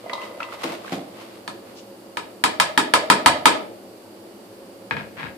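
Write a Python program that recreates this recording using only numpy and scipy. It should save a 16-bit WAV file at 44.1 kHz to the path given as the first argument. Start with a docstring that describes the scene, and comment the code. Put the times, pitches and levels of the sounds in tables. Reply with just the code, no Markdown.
"""A kitchen stove: chopped onion slides from a bowl into a steel pot; pieces ring the bottom and heaps flop down.
The emptied bowl is knocked against the pot in a run of sharp clinks, then set down on the counter and nudged.
Blows excite decaying modes and noise bursts; sliding food and slips are swarms of tiny random contacts.
A small hard kitchen answers every blow with a dense tail, over the steady rush of a fan made of shaped noise."""
import sys
import numpy as np
from scipy import signal
from scipy.fft import rfft, irfft
from scipy.io import wavfile

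SR = 44100
rng = np.random.default_rng(int(sys.argv[2]) if len(sys.argv) > 2 else 0)


def store_wav(level_fs):
    """Save 16-bit WAV to argv[1]."""
    pcm = np.round(np.clip(np.atleast_2d(level_fs), -1, 1) * 32767)
    wavfile.write(sys.argv[1], SR, pcm.T.astype(np.int16))


N = 236891
T = np.arange(N) / SR  # time, s
HZ = np.maximum(np.arange(N + 1) * SR / (2 * N), 1)  # frequencies of a spectrum of 2 N samples


def undb(db):
    """Level to amplitude: 20 dB is a factor of ten."""
    return 10 ** (np.asarray(db) / 20)


def unit(x):
    """Normalization of mean power: scale to rms 1."""
    return x / np.sqrt(np.mean(x ** 2))


def along(points, hz=HZ, axis=1):
    """Interpolation on a log-frequency axis, which follows musical intervals."""
    rows = np.array(points, float)
    return np.interp(np.log(hz), np.log(rows[:, 0]), rows[:, axis])


def pan(db):
    """Interaural level difference: left and right gains, db apart."""
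    return undb(np.array([[db], [-db]]) / 2)


def convolve(x, response):
    """Linear superposition: every sample of x starts its own copy of the response."""
    return signal.fftconvolve(np.atleast_2d(x), np.atleast_2d(response), axes=1)[:, :x.shape[-1]]


def colour(x, points, size=2048):
    """Minimum-phase filtering: a causal response of unit energy whose shape follows (pitch_hz, level_db) points."""
    hz = np.maximum(np.arange(size // 2 + 1) * SR / size, 1)
    cepstrum = irfft(np.log(undb(along(points, hz))))
    # folding the cepstrum onto positive times makes the response causal
    cepstrum[1:size // 2] *= 2
    cepstrum[size // 2 + 1:] = 0
    response = irfft(np.exp(rfft(cepstrum)))
    return convolve(x, response / np.linalg.norm(response))


def fade(t60, t):
    """Exponential decay: 60 dB lost in t60 seconds."""
    return np.exp(-np.log(1000) * t / t60)


def swells(rows):
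    """Smooth pushes: a sum of Gaussian gains from (peak_s, level_db, half_s) rows."""
    return sum(undb(db) * np.exp(-.5 * ((T - s) / half) ** 2) for s, db, half in rows)


def add(out, s, x):
    """Superposition in time: mix x into out from second s."""
    i = max(int(s * SR), 0)
    out[..., i:i + x.shape[-1]] += x[..., :N - i]


def ring(modes):
    """Modal synthesis: damped sines answer one sharp blow; successive rows swing in opposite directions."""
    t = T[:SR // 2]
    total = 0
    for k, (hz, t60, db, side) in enumerate(modes):
        swing = fade(t60, t) * np.sin(2 * np.pi * hz * t)
        total = total + (-1) ** k * undb(db) * pan(side) * swing
    return total


def vary(modes, spread_db, detune):
    """Modal excitation: each blow meets a slightly different spot and load, which shifts pitch and level."""
    chance = rng.standard_normal((len(modes), 2))
    return [(hz * (1 + detune * a), t60, db + spread_db * b, side)
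            for (hz, t60, db, side), (a, b) in zip(modes, chance)]


def crack(points, t60):
    """High modal density: countless short modes merge into a decaying, nearly flat burst, then coloured."""
    shape = fade(t60, T[:SR // 2])
    burst = rng.standard_normal((2, len(shape))) * shape
    for _ in range(2):
        flat = irfft(np.exp(1j * np.angle(rfft(burst))))
        burst = flat * np.sqrt(shape)
    return colour(burst / np.linalg.norm(burst, axis=1, keepdims=True), points)


def grains(rate, spread_db):
    """Shot noise: tiny random contacts, rate a second, with exponentially distributed levels."""
    sizes = undb(spread_db * np.minimum(rng.exponential(size=N), 4))
    return unit((rng.random(N) < rate / SR) * sizes * rng.standard_normal((2, N)))


def diffuse(hz):
    """Diffuse-field coherence: random-phase stereo spectrum, most alike in the bass, unrelated in the treble."""
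    # left-right correlation of diffuse sound: pitch_hz, correlation
    correlation = [(30, 0), (80, 1), (300, 0.91), (600, 0.74), (1200, 0), (3000, 0), (14000, 0)]
    likeness = np.clip(along(correlation, hz), 0, .99)
    mid, side = np.exp(2j * np.pi * rng.random((2, len(hz))))
    return mid * np.sqrt(1 + likeness) + side * np.sqrt(1 - likeness) * np.array([[1], [-1]])


def knocks():
    """Impact excitation: a sub-millisecond push wakes bowl and pot; nearly equal spots give related clinks."""
    # bowl against pot: start_s, strength_db, contact_ms (60 dB decay of the push), rim_db (before the rim lift)
    blows = [(1.4774, -21, .16, 3.5), (2.171, -15, 0.25, -5), (2.4388, -3, 0.12, -3.5),
             (2.5994, -1, 0.15, -6), (2.7762, -2, 0.15, -3.5), (2.9374, 0.5, .19, -6),
             (3.1000, 2.5, .2, -8), (3.26, 3.5, 0.19, -4), (3.4558, 3.5, 0.17, -5.5)]
    # bowl and pot rim struck together: pitch_hz, t60_s, level_db, left_minus_right_db
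    clink = [(254, 0.041, -35, 2), (636, 0.097, -27.5, 6), (881, 0.076, -17, -9), (974, 0.04, -9.5, 4),
             (1055, 0.044, -17.5, -11), (1246, 0.12, -21, -15), (1323, 0.051, -21, 23),
             (1728, 0.016, -8, 7.5), (1623, 0.028, -28.5, 4), (1693, 0.019, -22.5, -6),
             (2034, 0.11, -23.5, -9), (2170, 0.0088, -24.5, -40), (2386, 0.018, -15.5, 18.5),
             (3160, 0.0057, -5.5, 4), (3590, 0.026, -25.5, 24), (3754, 0.018, -18.5, -12),
             (4190, 0.047, -31, 12), (4595, 0.018, -21, -7), (5380, 0.011, -20, -13),
             (6000, 0.011, -34.5, -22), (7600, 0.036, -42, -3), (7240, 0.044, -28.5, -9),
             (8320, 0.036, -40, -30), (8980, 0.032, -22, -10), (8840, 0.016, -29, -2),
             (10700, 0.0095, -26, -20)]
    # spectrum of the crack: pitch_hz, level_db
    crack_bands = [(60, -34.5), (200, -9), (330, -13.5), (520, -27.5), (740, -6.5), (960, 2), (1150, -2),
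                   (1400, -11.5), (1700, -4), (2000, -9), (2600, -7), (4400, -8.5), (5900, -16),
                   (8000, -12), (10000, -14), (14500, -21.5)]
    # spectrum of the rim tick: pitch_hz, level_db
    rim = [(700, 12), (1800, -22.5), (3300, -9), (4400, 13), (6000, -16.5), (9000, -44), (12000, -36)]
    clink_db, crack_db, rim_lift_db = 1, 15.5, 11
    out, same = np.zeros((2, N)), crack(crack_bands, t60=0.048)
    for s, db, contact_ms, rim_db in blows:
        modes = vary(clink, spread_db=1.3, detune=.006)
        snap = pan(-1.6) * (same + crack(crack_bands, t60=0.1)) / np.sqrt(2)
        tick = undb(rim_db + rim_lift_db) * crack(rim, t60=0.019)
        blow = undb(clink_db) * ring(modes) + undb(crack_db) * snap + tick
        push = fade(contact_ms / 1000, T[:SR // 200])
        add(out, s, undb(db) * convolve(blow, push / push.sum()))  # a longer push sounds duller
    return out


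def pieces():
    """Soft impact: a piece lands with a damped pat and leaves the bottom ringing, differently at each spot."""
    # the largest single onion pieces: start_s, pat_db, pat_hz
    landings = [(.0405, -14.5, 546), (.0613, -9.5, 652), (.096, -13, 2000), (.1300, -7.5, 974),
                (0.1331, -13, 3920), (.179, -14, 960), (0.217, -22.5, 2720), (.234, -21.5, 3000),
                (.309, -12, 550), (.375, -17, 630), (.4030, -8, 1310), (.4040, -17, 2550),
                (.421, -11.5, 1200), (.4290, -13, 2660), (.487, -23, 1260), (0.5236, -15, 1290),
                (.613, -28, 1540), (0.8464, -17.5, 1210), (0.879, -20, 1610), (1.224, -38, 2760)]
    # pot bottom: pitch_hz, t60_s, level_db, left_minus_right_db
    bottom_modes = [(573, 0.15, -9.5, 3), (940, 0.3, -10, -17), (1030, 0.42, -8.5, 15),
                    (1227, 0.13, -5.5, 2), (2008, 0.35, -10, -9), (2046, 0.25, -11, 6),
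                    (2120, 0.18, -17, 11), (3250, 0.3, -18.5, -5), (3500, 0.21, -34, -4),
                    (3768, 0.17, -22, -7), (4500, 0.12, -29, -5), (4420, 0.23, -25, -3),
                    (4980, 0.18, -26, -6), (5900, 0.093, -38, -9)]
    pat_s, shortening = 0.0046, .35  # pat length at 1 kHz; power by which higher pats are shorter
    smack_db, smack_t60_s = 6.5, 0.079
    # bottom ring; softer pieces hardly wake it; the growing pile damps it
    ring_db, soft_hz, cover_db_per_s = -19.5, 920, 23.5
    bits_db, bits_fall_s = -9, 0.12  # crumbs scattering after a piece; time to fall to 1/e
    out, scatter, t = np.zeros((2, N)), np.zeros(N), T[:SR // 20]
    for s, db, hz in landings:
        age = 3 * t / (pat_s / (hz / 1000) ** shortening)
        add(out, s, undb(db) * age ** 2 * np.exp(-1.6 * age) * np.sin(2 * np.pi * hz * t))
        # the softer the piece, the lower its pat and the duller and weaker its smack
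        smack_bands = [(hz / 3, -14), (hz, 0), (hz * 1.5, -11), (hz * 4.7, -36), (hz * 9, -70)]
        smack = crack(smack_bands, t60=smack_t60_s)
        add(out, s, undb(db + smack_db) * min(hz / 1800, 1) * smack)
        wake = undb(db + ring_db - cover_db_per_s * s) / (1 + (soft_hz / hz) ** 4)
        modes = vary(bottom_modes, spread_db=2.5, detune=.008)
        add(out, s, wake * ring(modes))
        add(scatter, s, wake * np.exp(-T / bits_fall_s))
    # many tiny bits keep the bottom shimmering, each with a short ring
    bottom = ring(bottom_modes) * fade(0.099, T[:SR // 2])
    bits = grains(rate=300, spread_db=3)
    return out + undb(bits_db) * convolve(scatter * bits[0], bottom / np.linalg.norm(bottom[0]))


def onion():
    """Granular flow: wet dice patter and tick as they slide; a heap lands with a thud and a dying splatter."""
    # heaps of onion landing: start_s, thud_db, splatter_db, fall_s (time to fall to 1/e)
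    heaps = [(0.634, -30, -27.5, 0.038), (0.92, -26.5, -31.5, 0.032)]
    # onion sliding out of the bowl in surges: peak_s, level_db, half_s (Gaussian half length)
    surges = [(.23, -45, 0.035), (.535, -38.5, 0.012), (.63, -38, 0.024), (.725, -39.5, 0.029),
              (.90, -41, 0.037), (1.2, -46.5, 0.038), (1.32, -52, .07), (1.69, -51, .04)]
    # spectrum of a heap's thud: pitch_hz, level_db
    thud_bands = [(35, -63), (60, -29), (163, 0), (234, -1), (314, 1.5), (434, -11), (775, -2.5),
                  (911, -24), (1500, -45), (1950, -34), (3300, -120)]
    # spectrum of the wet patter: pitch_hz, level_db
    wet = [(240, -18.5), (400, -9.5), (1020, -6.5), (1160, -7.5), (1690, -15), (1880, -11.5), (4460, -18.5),
           (6040, -26), (13900, -31.5), (15000, -53)]
    # spectrum of crisp ticks of stray dice: pitch_hz, level_db
    tick_bands = [(500, -13), (1200, 0.5), (2000, -4.5), (2800, -2), (4200, -8.5), (6000, -21),
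                  (14000, -32)]
    # thin patter between the surges, until the bowl runs empty
    trickle_db, trickle_end_s, trickle_fall_s = -49.5, 0.92, 0.33
    tick_db, ticks_per_s = -9.5, 180  # level relative to the patter
    trickle = undb(trickle_db) * np.exp(-np.maximum(T - trickle_end_s, 0) / trickle_fall_s)
    thud, splatter = np.zeros(N), trickle + swells(surges)
    for s, thud_db, splatter_db, fall in heaps:
        landing = (1 - fade(0.0049, T)) * np.exp(-T / fall)
        add(thud, s, undb(thud_db) * landing)
        add(splatter, s, undb(splatter_db) * landing)
    patter = colour(splatter * grains(rate=2500, spread_db=-0.5), wet)
    ticks = undb(tick_db) * colour(splatter * grains(rate=ticks_per_s, spread_db=1), tick_bands)
    thuds = colour(thud * grains(rate=3300, spread_db=6.0)[0], thud_bands)
    return thuds + pan(-0.45) * patter + ticks


def brush(s=1.785, db=-45):
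    """Friction noise: a brief light scrape of dense contacts as the last pieces leave the bowl."""
    swell = np.exp(-.5 * ((T - s) / .016) ** 2)
    contacts = grains(rate=3000, spread_db=1.5)
    # pitch_hz, level_db
    scrape = [(2200, -19), (2800, -3), (3600, -8), (5500, -7), (6800, -10), (8500, -21), (12000, -38)]
    return undb(db) * colour(swell * contacts, scrape)


def counter():
    """Impact and friction: the bowl thumps down with an early echo, bumps again and is nudged in small slips."""
    # bowl set down, its early echo at 4.9234 s, and later bumps on the counter: start_s, level_db
    setdown = [(4.9098, 2), (4.9234, -10), (4.9673, -6), (5.1970, -11.5), (5.2300, -9.5)]
    # bowl standing on the counter: pitch_hz, t60_s, level_db, left_minus_right_db
    bowl_modes = [(122, .15, -56, 8), (203.6, 0.19, -37.5, 7), (459, 0.084, -34.5, 2),
                  (680, 0.024, -31.5, 7), (925, 0.051, -24.5, -11), (1630, 0.069, -26.5, 14),
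                  (2177, 0.026, -23, 14), (2440, 0.023, -20, 6), (3420, 0.0088, -32.5, 18)]
    # spectrum of bowl base against counter: pitch_hz, level_db
    scuff = [(40, -33), (75, 4), (115, 3), (200, -4.5), (350, -13), (450, -26), (740, -10.5), (920, -4.5),
             (1220, -6.5), (1650, -4.5), (2400, -8), (4500, -23.5), (7000, -40), (12000, -55)]
    # low thump of the counter top under the bowl: pitch_hz, level_db
    thump = [(30, -29), (60, -9), (110, -0.5), (150, -7), (250, -27), (600, -62)]
    # bowl base pushed along the counter: peak_s, level_db, half_s (Gaussian half length)
    nudges = [(4.99, -34, 0.021), (5.2, -33.5, 0.022), (5.255, -33, 0.021)]
    scuff_db, thump_db, thump_t60_s = 3.5, -5, 0.11
    blows = np.zeros(N)
    for s, db in setdown:
        add(blows, s, undb([db]))
    body = ring(bowl_modes) + undb(scuff_db) * crack(scuff, t60=0.043)
    body = body + undb(thump_db) * crack(thump, t60=thump_t60_s)[0]
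    slips = swells(nudges) * grains(rate=500, spread_db=2.5)
    return convolve(blows, body) + colour(slips, scuff)


def ports(x, hz=450):
    """Radiation and spacing: small objects hardly radiate long waves, which reach both microphone ports alike."""
    low_cut_hz = 98
    x = signal.sosfilt(signal.butter(3, low_cut_hz, "high", fs=SR, output="sos"), x)
    mid, side = (x[0] + x[1]) / 2, (x[0] - x[1]) / 2
    # the left-right difference shrinks towards a fifth in the bass
    spectrum = rfft(side, 2 * N) * np.sqrt((HZ ** 2 + (hz / 5) ** 2) / (HZ ** 2 + hz ** 2))
    return mid + irfft(spectrum)[:N] * np.array([[1], [-1]])


def kitchen(x, first_s=0.00465, build_s=0.004, db=-2, ceiling_s=0.016, ceiling=0.44):
    """Reverberation: stove back and walls return a dense tail, swelled by the ceiling; the lows linger longest."""
    # kitchen bands: pitch_hz, t60_s, level_db
    bands = [(103, 0.59, 1), (294, 0.68, 7.5), (653, 0.68, 9), (892, 0.36, -1), (2000, 0.39, -1.5),
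             (3800, 0.36, 0), (8000, 0.25, 1.5), (14200, .24, -11)]
    t, hz = T[:SR], np.maximum(np.arange(SR // 2 + 1), 1)
    noise, tail = diffuse(hz), 0
    centres = np.log(np.array(bands)[:, 0])
    build_up = 1 - fade(build_s, np.maximum(t - first_s, 0))
    arrival = build_up * (1 + ceiling * np.exp(-((t - ceiling_s) / 0.016) ** 2))
    for (_, t60, band_db), share in zip(bands, np.eye(len(bands))):
        band = irfft(noise * np.interp(np.log(hz), centres, share))  # overlapping triangular bands
        tail = tail + undb(band_db) * unit(arrival * fade(t60, t)) * band / np.sqrt(2)
    return undb(db) * convolve(x, tail)


def fan():
    """Flow noise and duct resonance: a steady broadband rush of air with humps and dips in its spectrum."""
    # rush of air: pitch_hz, level_db
    rush = [(25, -14), (45, -25), (65, -25.5), (88, -18), (110, -8.5), (150, -16), (200, -7.5), (350, -4.5),
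            (540, -6), (900, -13.5), (1800, -22.5), (4000, -26.5), (7000, -25.5), (14500, -31.5)]
    # duct resonances: pitch_hz, width_hz, gain_db over the rush
    duct = [(117, 13, 5), (141, 16, -21), (201, 37, 6), (340, 25, 9), (546.4, 16, 10.5), (2880, 130, 4.5),
            (4630, 770, 6), (6400, 2500, -6)]
    fan_db = -42.5
    db = along(rush) + sum(gain_db / (1 + (2 * (HZ - hz) / width) ** 2) for hz, width, gain_db in duct)
    treble_right = pan(-2.2) ** np.clip(HZ / 4000, 0, 1)  # leans right towards the treble
    return undb(fan_db) * unit(irfft(diffuse(HZ) * undb(db) * treble_right)[:, :N])


def scene():
    """Direct plus reverberant field: all sources share one kitchen; the pot walls shield the onion from it."""
    bowl = ports(knocks() + pan(0.8) * counter())
    food = ports(pieces() + onion() + brush())
    return bowl + food + kitchen(bowl + undb(-4) * food) + fan()


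def record(dry):
    """Saturation and band limits: the microphone rounds the loudest peaks and cuts the rumble and the top."""
    top_hz = 14900
    rounded = dry / (1 + dry ** 4) ** (1 / 4)
    lean = signal.sosfilt(signal.butter(2, 45, "high", fs=SR, output="sos"), rounded)
    return signal.sosfilt(signal.ellip(8, .2, 70, top_hz, fs=SR, output="sos"), lean)


dry = scene()
out = record(dry)
store_wav(out)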